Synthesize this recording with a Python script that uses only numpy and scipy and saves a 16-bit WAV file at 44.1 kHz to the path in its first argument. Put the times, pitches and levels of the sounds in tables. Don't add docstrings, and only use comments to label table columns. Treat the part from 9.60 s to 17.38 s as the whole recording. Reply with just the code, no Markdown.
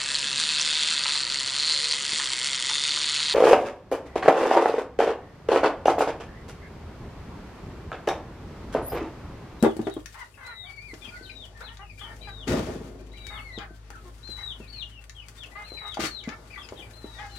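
import sys
import numpy as np
from scipy import signal
from scipy.fft import rfft, irfft, next_fast_len
from scipy.io import wavfile
from scipy.ndimage import uniform_filter1d

SR = 44100
rng = np.random.default_rng(int(sys.argv[2]) if len(sys.argv) > 2 else 0)


def bounce(signal):
    frames = np.transpose(np.atleast_2d(signal))
    limited = np.clip(frames, -1, 1)
    pcm = np.round(limited * 32767).astype(np.int16)
    wavfile.write(sys.argv[1], SR, pcm)


N = 343098
PADDED = next_fast_len(N + SR // 2, True)
HZ = np.fft.rfftfreq(PADDED, 1 / SR)


def undb(db):
    return 10 ** (np.asarray(db) / 20)


def shape(hz, table):
    f, db = np.transpose(table)
    return undb(np.interp(np.log(np.maximum(hz, 1)), np.log(f), db))


def unit(x):
    return x / np.sqrt(np.mean(x ** 2))


def noise(table):
    white = rfft(rng.standard_normal(PADDED))
    return unit(irfft(white * shape(HZ, table), PADDED)[:N])


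def walk(rate_hz, size=N):
    k = max(int(SR / rate_hz), 1)
    steps = np.repeat(rng.standard_normal(size // k + 1), k)
    return 1.255 * uniform_filter1d(uniform_filter1d(steps, k), k)[:size]


def add(out, start_s, x):
    i = int(start_s * SR)
    out[i:i + len(x)] += x[:N - i]


def fades(size, attack_s, release_s):
    t = np.arange(size) / SR
    ramp = np.minimum(t / attack_s, t[::-1] / release_s)
    return np.sin(np.pi / 2 * np.clip(ramp, 0, 1)) ** 2


# time in seconds, hum in dB, straw rustle in dB.
SHED_LEVELS = [(0, -40, -46), (.45, -40, -50), (.7, -49, -56.5), (1.0, -45.5, -53), (1.7, -41, -49.5),
               (2.2, -39.5, -53.5), (3.1, -35.5, -45), (3.42, -37, -55), (3.75, -39, -47.5),
               (4.2, -37, -53), (5.0, -37.5, -51.5), (5.5, -38.5, -54), (6.3, -43.5, -53), (7.05, -44, -47),
               (7.4, -39.5, -51.5), (7.78, -39, -50.5)]
# multiple of the motor speed, level relative to the hum in dB.
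HUM_HARMONICS = [(1, -7), (2, -16.5), (3, -30.5)]
# frequency in Hz, relative density in dB per Hz.
RUSTLE_SPECTRUM = [(24, -46), (40, -6), (77, -4), (121, -7), (151, -15.5), (262, -16), (2050, -26),
                   (4240, -30), (7930, -35), (16000, -42.5)]
MOTOR_START_HZ, SPEEDS_UP_HZ_PER_S = 51.1, .45


def shed():
    s, hum_db, rustle_db = np.transpose(SHED_LEVELS)
    t = np.arange(N) / SR
    motor_hz = (MOTOR_START_HZ + SPEEDS_UP_HZ_PER_S * t) * (1 + 0.0051 * walk(3.33))
    turn = 2 * np.pi * np.cumsum(motor_hz) / SR
    hum = np.zeros(N)
    for k, db in HUM_HARMONICS:
        hum += np.sqrt(2) * undb(db + 1.2 * k * walk(6)) * np.sin(k * turn)

    spectrum = rfft(noise(RUSTLE_SPECTRUM), PADDED)
    shuffle = walk(6)
    rustle = np.zeros(N)
    for centre_hz in 40 * 2. ** np.arange(9):
        octaves = np.log2(np.maximum(HZ, 1) / centre_hz)
        band = np.cos(np.pi / 2 * np.clip(octaves, -1, 1)) ** 2
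        flicker_db = 1.2 * shuffle + 2.2 * walk(7) + 1.2 * walk(25)
        rustle += irfft(spectrum * band, PADDED)[:N] * undb(flicker_db)
    return hum * undb(np.interp(t, s, hum_db)) + rustle * undb(np.interp(t, s, rustle_db))


# frequency in Hz, gain in dB.
BEAK = [(1700, -5), (3200, -28), (4600, -13), (5600, -26), (8000, -34), (13000, -31)]
HOARSE, FLUTTER_HZ = .24, 380
ECHO_S, ECHO_DB = .04, -12.5


def whistle(hz, db, attack_s):
    size = len(hz)
    short = np.sqrt(.3 * SR / size)
    quiver = .006 * short * walk(130, size=size) + .008 * walk(25, size=size)
    phase = 2 * np.pi * np.cumsum(hz * (1 + quiver)) / SR
    tone = np.sin(phase)
    for k in (2, 3):
        tone += shape(k * hz, BEAK) * np.sin(k * phase) / (k - 1)

    flutter = np.sin(2 * np.pi * np.cumsum(FLUTTER_HZ * (1 + .3 * walk(60, size=size))) / SR)
    hoarse = 1 + HOARSE * (short - 1) * (flutter + .7 * walk(900, size=size))
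    level = np.sqrt(2) * undb(db + 2.15 * short ** .5 * walk(60.5, size=size))
    call = tone * hoarse * level * fades(size, attack_s, 0.012)
    late = np.zeros(int(ECHO_S * SR))
    return np.append(call, late) + undb(ECHO_DB) * np.append(late, call)


# start in seconds, length in seconds, top in Hz, end in Hz,
# scoop as a share of the top, level at mid-length in dB, swell from start to end in dB.
PEEP_CALLS = [(0.0, 0.12, 3900, 2910, 0.014, -49.5, -4), (0.845, 0.23, 4116, 2990, 0.072, -45, 5),
              (1.668, 0.18, 4070, 3000, 0.011, -46.5, 6), (2.015, 0.075, 4520, 2890, 0.34, -46.5, 8),
              (2.608, 0.23, 4060, 2930, 0.1, -44, 5), (3.514, 0.28, 4060, 2650, 0.08, -45.5, 9),
              (3.92, 0.07, 4560, 2930, 0.24, -41, 3), (4.627, 0.3, 4197, 2990, 0.11, -38, 9),
              (5.07, 0.16, 4616, 2810, 0.3, -40.5, 11), (5.774, 0.07, 3810, 2605, 0.054, -43, 14),
              (6.037, 0.3, 4240, 3010, 0.13, -40.5, 8.5), (6.465, 0.148, 4385, 2990, 0.018, -39.5, -2.5),
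              (6.899, 0.042, 2770, 2220, 0.19, -46, 14), (6.974, 0.047, 3915, 3030, 0.21, -43.5, 7),
              (7.33, 0.27, 4196, 3130, .07, -49.5, 5), (7.705, 0.088, 4290, 4160, 0.055, -48.5, 14)]
# start in seconds, length in seconds, start pitch in Hz, end pitch in Hz,
# level at mid-length in dB, swell from start to end in dB.
PLAIN_NOTES = [(0.239, 0.045, 4240, 3100, -51, -2), (0.308, 0.065, 4010, 3230, -52.5, -10),
               (0.739, 0.031, 2790, 2400, -52.5, 0), (1.416, 0.045, 2430, 2590, -50, 2),
               (1.409, 0.055, 3830, 3080, -46.5, 14), (1.464, 0.035, 2666, 2316, -40.5, 2),
               (1.467, 0.027, 5300, 4780, -59, 2), (1.548, 0.032, 4700, 4050, -59, 0),
               (1.624, 0.043, 4860, 3570, -44, 5), (1.499, 0.21, 1413, 1534, -49, -5),
               (1.656, 0.046, 3215, 2970, -47.5, -4), (1.517, 0.066, 2600, 1940, -50, 10),
               (1.694, 0.027, 2600, 2334, -44.5, 4), (1.945, 0.047, 1814, 1800, -48, 11),
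               (2.202, 0.074, 3065, 2560, -52.5, 2), (2.291, 0.055, 2620, 2175, -51.5, -23),
               (2.373, 0.047, 2410, 2320, -55, -13), (2.392, 0.05, 3300, 2930, -45.5, -13),
               (2.403, 0.089, 3630, 2920, -45, -4), (2.488, 0.062, 1926, 1556, -52, -8),
               (2.615, 0.037, 3300, 2870, -55, 2), (2.616, 0.048, 2350, 2395, -50, 4),
               (3.386, 0.048, 2500, 2390, -68, -4), (3.57, 0.019, 3380, 2770, -46.5, 6),
               (4.091, 0.065, 1537, 1590, -56, -11), (5, 0.085, 2830, 2326, -53.5, 0),
               (5.13, 0.049, 3120, 2700, -54, -8), (5.155, 0.046, 2410, 2390, -55.5, 5),
               (5.305, 0.09, 3300, 2660, -48, 7), (5.546, 0.062, 3395, 2944, -47, 12),
               (5.617, 0.044, 2700, 2160, -52.5, -14), (5.85, 0.028, 2570, 2470, -54, -5),
               (6.043, 0.067, 3070, 2180, -51, -6), (6.169, 0.044, 2650, 1850, -47, 0),
               (6.63, 0.049, 2370, 1940, -42, -6), (7.021, 0.049, 2820, 2410, -50.5, -8),
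               (7.027, 0.028, 5260, 4820, -51, -2), (6.957, 0.015, 2050, 1860, -52, 0),
               (7.156, 0.042, 3500, 3000, -49.5, 0), (7.167, 0.048, 4120, 2944, -44.5, 12),
               (7.22, 0.041, 2490, 2310, -46, -6), (7.687, .09, 3210, 2750, -58, -5),
               (4.766, 0.08, 2080, 1765, -50.5, -1), (5.91, 0.059, 1996, 2003, -52, 13),
               (7.542, 0.084, 1880, 1960, -46.5, -1)]
# time in seconds, pitch in Hz, level in dB.
DRAWN_CALLS = [
    [(0.8, 2014, -51.5), (1.04, 2025, -54), (1.066, 2297, -46), (1.12, 2206, -41.5), (1.156, 2350, -52),
     (1.184, 2210, -39), (1.2, 2230, -48), (1.21, 2340, -51), (1.266, 2424, -45), (1.33, 1930, -40.5)],
    [(3.535, 1970, -53), (3.56, 2340, -51.5), (3.79, 2170, -47), (3.84, 2253, -47.5), (3.91, 2050, -42),
     (3.98, 1920, -48)],
    [(4.325, 1850, -55), (4.357, 1320, -45), (4.39, 1280, -53), (4.44, 1274, -70)],
    [(7.45, 940, -53.5), (7.58, 855, -65), (7.635, 820, -46), (7.7, 797, -51.5), (7.8, 797, -54)],
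]
SAG, DROP_S = 0.11, 0.021
SCOOP_S = .015
OVERSHOOT, SETTLE_S = 0.025, 0.03
NOTE_BEND, NOTE_FADE = 0.75, 0.14


def chicks():
    out = np.zeros(N)
    for s, length_s, top_hz, end_hz, scoop, db, swell_db in PEEP_CALLS:
        t = np.arange(0, length_s + 0.013, 1 / SR)
        climb = scoop * np.exp(-t / SCOOP_S)
        bump = OVERSHOOT * (t / SETTLE_S * np.exp(1 - t / SETTLE_S)) ** 3
        held_hz = top_hz * (1 - SAG * t / length_s - climb + bump)
        drop = np.exp(np.minimum(t - length_s, 0) / DROP_S)
        hz = held_hz - (held_hz[-1] - end_hz) * drop
        add(out, s, whistle(hz, db + swell_db * (t / length_s - .5), 0.0075))

    for s, length_s, start_hz, end_hz, db, swell_db in PLAIN_NOTES:
        done = np.minimum(np.arange(0, length_s + 0.0065, 1 / SR) / length_s, 1)
        hz = start_hz + (end_hz - start_hz) * done ** NOTE_BEND
        add(out, s, whistle(hz, db + swell_db * (done - .5), NOTE_FADE * length_s))

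    for points in DRAWN_CALLS:
        s, hz, db = np.transpose(points)
        t = np.arange(s[0], s[-1], 1 / SR)
        add(out, s[0], whistle(np.interp(t, s, hz), np.interp(t, s, db), 0.0029))
    return out


# start in seconds, peak in dB, centre in Hz.
TRAY_BLOWS = [(0.026, -8.5, 220), (0.036, -6, 450), (0.045, -5.5, 550), (0.054, -10, 460),
              (0.064, -10, 293), (0.166, -24.5, 272), (0.192, -16.5, 247), (0.225, -30, 314),
              (0.269, -16.5, 400), (.366, -20, 305), (1.333, -31.5, 336), (1.477, -35.5, 230),
              (1.61, -37.5, 327), (3.977, -24.5, 250), (4.107, -35.5, 268), (4.303, -33.5, 730),
              (4.69, -33.5, 271), (5.001, -31, 240), (6.119, -30, 450), (6.151, -40, 480),
              (6.371, -18, 760), (6.392, -20, 302), (6.437, -19.5, 327), (6.675, -21, 188),
              (7.122, -26, 480), (7.192, -35.5, 327), (7.443, -27, 390)]
# frequency in Hz, relative level in dB, t60 of a full blow in seconds.
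TRAY_MODES = [(229, 5.5, 0.18), (323, 13.5, 0.25), (394, 9.5, 0.16), (481, 6.5, 0.13), (533, 3, 0.038),
              (790, 2, 0.053), (985, -1, 0.025), (1560, -16, 0.034)]


def thuds():
    out, t = np.zeros(N), np.arange(0, .15, 1 / SR)
    for s, db, centre_hz in TRAY_BLOWS:
        lasting = np.clip(1 + (db + 14) / 10, .3, 1)
        modes = np.zeros(len(t))
        for hz, mode_db, t60_s in TRAY_MODES:
            gain = undb(mode_db - 59 * np.log2(hz / centre_hz) ** 2)
            modes += gain * np.sin(2 * np.pi * hz * t) * 1000 ** (-t / t60_s / lasting)

        scuffle = .12 * undb(5 * walk(80, size=len(t))) * 1000 ** (-t / .2)
        push = (1000 ** (-t / 0.048) + scuffle) * np.minimum(t / 0.0017, 1)
        edges_hz = [centre_hz / 2.2, centre_hz * 2.2]
        sos = signal.butter(2, edges_hz, "bandpass", fs=SR, output="sos")
        thump = signal.sosfilt(sos, rng.standard_normal(len(t)) * push)
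        blow = unit(modes) * np.minimum(t / .001, 1) + .45 * unit(thump)
        add(out, s, undb(db) * blow / np.abs(blow).max())
    return out


# start in seconds, approximate peak of the crack in dB,
# treble drive in dB.
MESH_TICKS = [(0.026, -17, -29), (0.166, -35.5, -48), (0.215, -34, -52.5), (0.2693, -30, -56),
              (0.2974, -34, -54), (0.338, -35, -44.5), (0.4584, -26, -48), (1.339, -26, -57),
              (1.447, -32, -66), (2.171, -29.5, -62), (3.6673, -25.5, -48), (3.985, -29, -70),
              (4.303, -29.5, -49), (4.675, -32.5, -68), (5.44, -36, -52), (5.4954, -23.5, -51),
              (5.684, -29, -46.5), (5.833, -28, -54), (6.343, -20, -49), (6.6383, -30, -65),
              (6.6897, -26, -66), (7.088, -28, -68)]


def ticks():
    wire_env, treble_env = np.zeros(N), np.zeros(N)
    t = np.arange(0, .12, 1 / SR)
    grain = undb(3 * walk(500))
    wire = noise([(300, -57), (1500, 2.5), (4000, -2.0), (7000, -5.0), (9000, -40.0)]) * grain
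    treble = noise([(5500, -47), (7500, 6.0), (11000, -1.0), (16000, -7)]) * grain
    buzz = 2 * 1000 ** (-t / 0.022) * np.minimum(t / 0.0008, 1)
    for s, db, treble_db in MESH_TICKS:
        add(wire_env, s, undb(db) * buzz / 4)
        add(treble_env, s, undb(treble_db) * buzz)

    for when, size, length in rng.random((110, 3)):
        swell = np.sin(np.pi * np.minimum(t / (.015 + .05 * length), 1)) ** 2
        scratch = undb(5 * size ** 2) * swell
        add(wire_env, when * N / SR, undb(-59.0) * scratch)
        add(treble_env, when * N / SR, undb(-65.0) * scratch)
    return wire_env * wire + treble_env * treble


# start in seconds, length in seconds, start pitch in Hz, end pitch in Hz,
# midway pitch bulge as a share, level in dB, odd partials in dB, brightness in dB per octave, roughness 0-1.
HEN_CLUCKS = [(0.54, 0.11, 410, 429, 0.25, -45.5, -11, 6.5, 0.59),
              (.772, 0.18, 578, 424, -0.0059, -45.5, 2, 3, 0.43),
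              (1.03, 0.092, 363, 410.7, -0.017, -55, -24, -22, 0.54),
              (2.003, 0.062, 483, 490, 0.13, -47.5, 28, -3, 1),
              (2.061, 0.081, 424, 452, 0.044, -49.5, -9, 4, 0.39),
              (2.19, 0.063, 394.6, 406, 0.019, -44.5, -2.5, -3, 0.18),
              (2.41, 0.14, 416, 450, 0.05, -48, -3, 4.5, 0.66),
              (2.67, 0.048, 448, 384, -0.033, -39, -10, 6, 0.067),
              (3.699, 0.12, 427.6, 406.4, 0.011, -43, 4, 4, 0.4),
              (3.988, 0.077, 427.4, 410.5, -0.025, -41, -6, 7, 0.58),
              (4.45, 0.059, 379, 344, -0.01, -50.5, 11, -14, 0.16),
              (4.773, 0.072, 531, 442, 0.045, -48, -12, 12.5, 0.7),
              (5.953, 0.092, 412.3, 398.4, 0.047, -39.5, 3, 4, 0.22),
              (6.211, 0.1, 422.6, 425, 0.0016, -42, 8, 2, 0.52),
              (6.68, 0.078, 422, 411, 0.029, -40.5, -2, 8.5, 0.37),
              (6.971, 0.034, 417, 418, -0.022, -41, 19, 2, 0.42),
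              (7.584, 0.095, 406.5, 406, 0.054, -40.5, -2, 6, 0.19)]
# frequency in Hz, gain in dB.
THROAT_GAIN = [(300, -24), (450, -15), (850, -1), (1250, 0), (1650, -3), (2100, -4), (2600, -16),
               (3500, -26), (6000, -36)]
CLUCK_SCOOP, CLUCK_SCOOP_S = .06, 0.0184


def hens():
    out, breath = np.zeros(N), noise(THROAT_GAIN)
    for s, length_s, start_hz, end_hz, arch, db, odd_db, bright_db, rough in HEN_CLUCKS:
        t = np.arange(0, length_s, 1 / SR)
        size = len(t)
        bend = 1 + arch * np.sin(np.pi * t / length_s) - CLUCK_SCOOP * np.exp(-t / CLUCK_SCOOP_S)
        hz = (start_hz + (end_hz - start_hz) * t / length_s) * bend
        shake = rough * (.06 * walk(200, size=size) + .02 * walk(30, size=size))
        phase = 2 * np.pi * np.cumsum(hz * (1 + shake)) / SR
        stack = np.zeros(size)
        for k in range(1, 13):
            partial_db = odd_db * (k % 2) + bright_db * np.log2(k) + 2 * walk(45, size=size)
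            stack += shape(k * hz, THROAT_GAIN) * undb(partial_db) * np.sin(k * phase)

        i = int(s * SR)
        voice = unit(stack) * undb(4 * rough * walk(110, size=size))
        voice = voice + (.15 + rough) * breath[i:i + size]
        add(out, s, undb(db) * voice * fades(size, 0.005, 0.024))
    return out


# start in seconds, shaking time in seconds, tray rumble in dB, mesh hiss in dB,
# decay of the rumble in dB per second.
CAGE_SHAKES = [(2.867, 0.047, -24, -33.5, 51.5), (6.391, 0.073, -40, -29, 402)]
# frequency in Hz, relative density in dB per Hz.
RUMBLE_SPECTRUM = [(35, -41), (60, -2.5), (173, -7.5), (242, -1.5), (344, -4.5), (392, -4), (489, -9),
                   (2000, -31.5), (2600, -32), (4400, -120)]
# frequency in Hz, relative density in dB per Hz.
MESH_SPECTRUM = [(600, -60), (1200, -13), (3000, -16.5), (6500, -22.5), (11000, -33), (16000, -40)]
HISS_DECAY_RATIO = 1.37


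def rattles():
    rumble = noise(RUMBLE_SPECTRUM) * undb(2.8 * walk(90))
    hiss = noise(MESH_SPECTRUM) * undb(2.5 * walk(450))
    out, t = np.zeros(N), np.arange(N) / SR
    for s, shaking_s, rumble_db, hiss_db, db_per_s in CAGE_SHAKES:
        lost_db = db_per_s * np.maximum(t - s - shaking_s, 0)
        mix = undb(rumble_db - lost_db) * rumble
        mix += undb(hiss_db - HISS_DECAY_RATIO * lost_db) * hiss
        out += mix * np.clip((t - s) / 0.012, 0, 1)
    return out


APART_HZ = 520
ROOM_T60_S, ROOM_DB = .16, -4.5


def scene():
    dry = rfft(shed() + chicks() + thuds() + ticks() + hens() + rattles(), PADDED)
    t = np.arange(SR // 2) / SR
    tails = rng.standard_normal((2, SR // 2)) * 1000 ** (-t / ROOM_T60_S) * (t > .003)
    tails = tails / np.sqrt(np.sum(tails ** 2, axis=1, keepdims=True))
    shared, other = rfft(undb(ROOM_DB) * tails, PADDED)
    apart = .025 + .975 / (1 + (APART_HZ / np.maximum(HZ, 1)) ** 4)
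    kept = 1 / (1 + (200 / np.maximum(HZ, 1)) ** 2)
    left = 1 + kept * shared
    right = np.sqrt(1 - apart) * left + np.sqrt(apart) * (.15 + undb(5.5) * other)
    return irfft(dry * np.array([left, right]), PADDED)[:, :N]


# frequency in Hz, gain in dB.
HAND_SHADOW = [(300, -1.5), (1200, -.5), (2400, -9), (5000, -11), (15000, -8)]
TOP_HZ = 15850


def record(dry):
    right = irfft(rfft(dry[1], PADDED) * shape(HZ, HAND_SHADOW), PADDED)[:N]
    low_cut = signal.butter(3, 42, "highpass", fs=SR, output="sos")
    both = signal.sosfilt(low_cut, np.array([dry[0], right]))
    low_noise = noise([(40, -11.0), (120, -16), (300, -12.0), (900, -26.0)])
    both = both + undb(-66.0) * np.array([[1], [-1]]) * low_noise
    top_cut = signal.ellip(10, .2, 80, TOP_HZ, fs=SR, output="sos")
    return signal.sosfilt(top_cut, both)


dry = scene()
out = record(dry)
bounce(out)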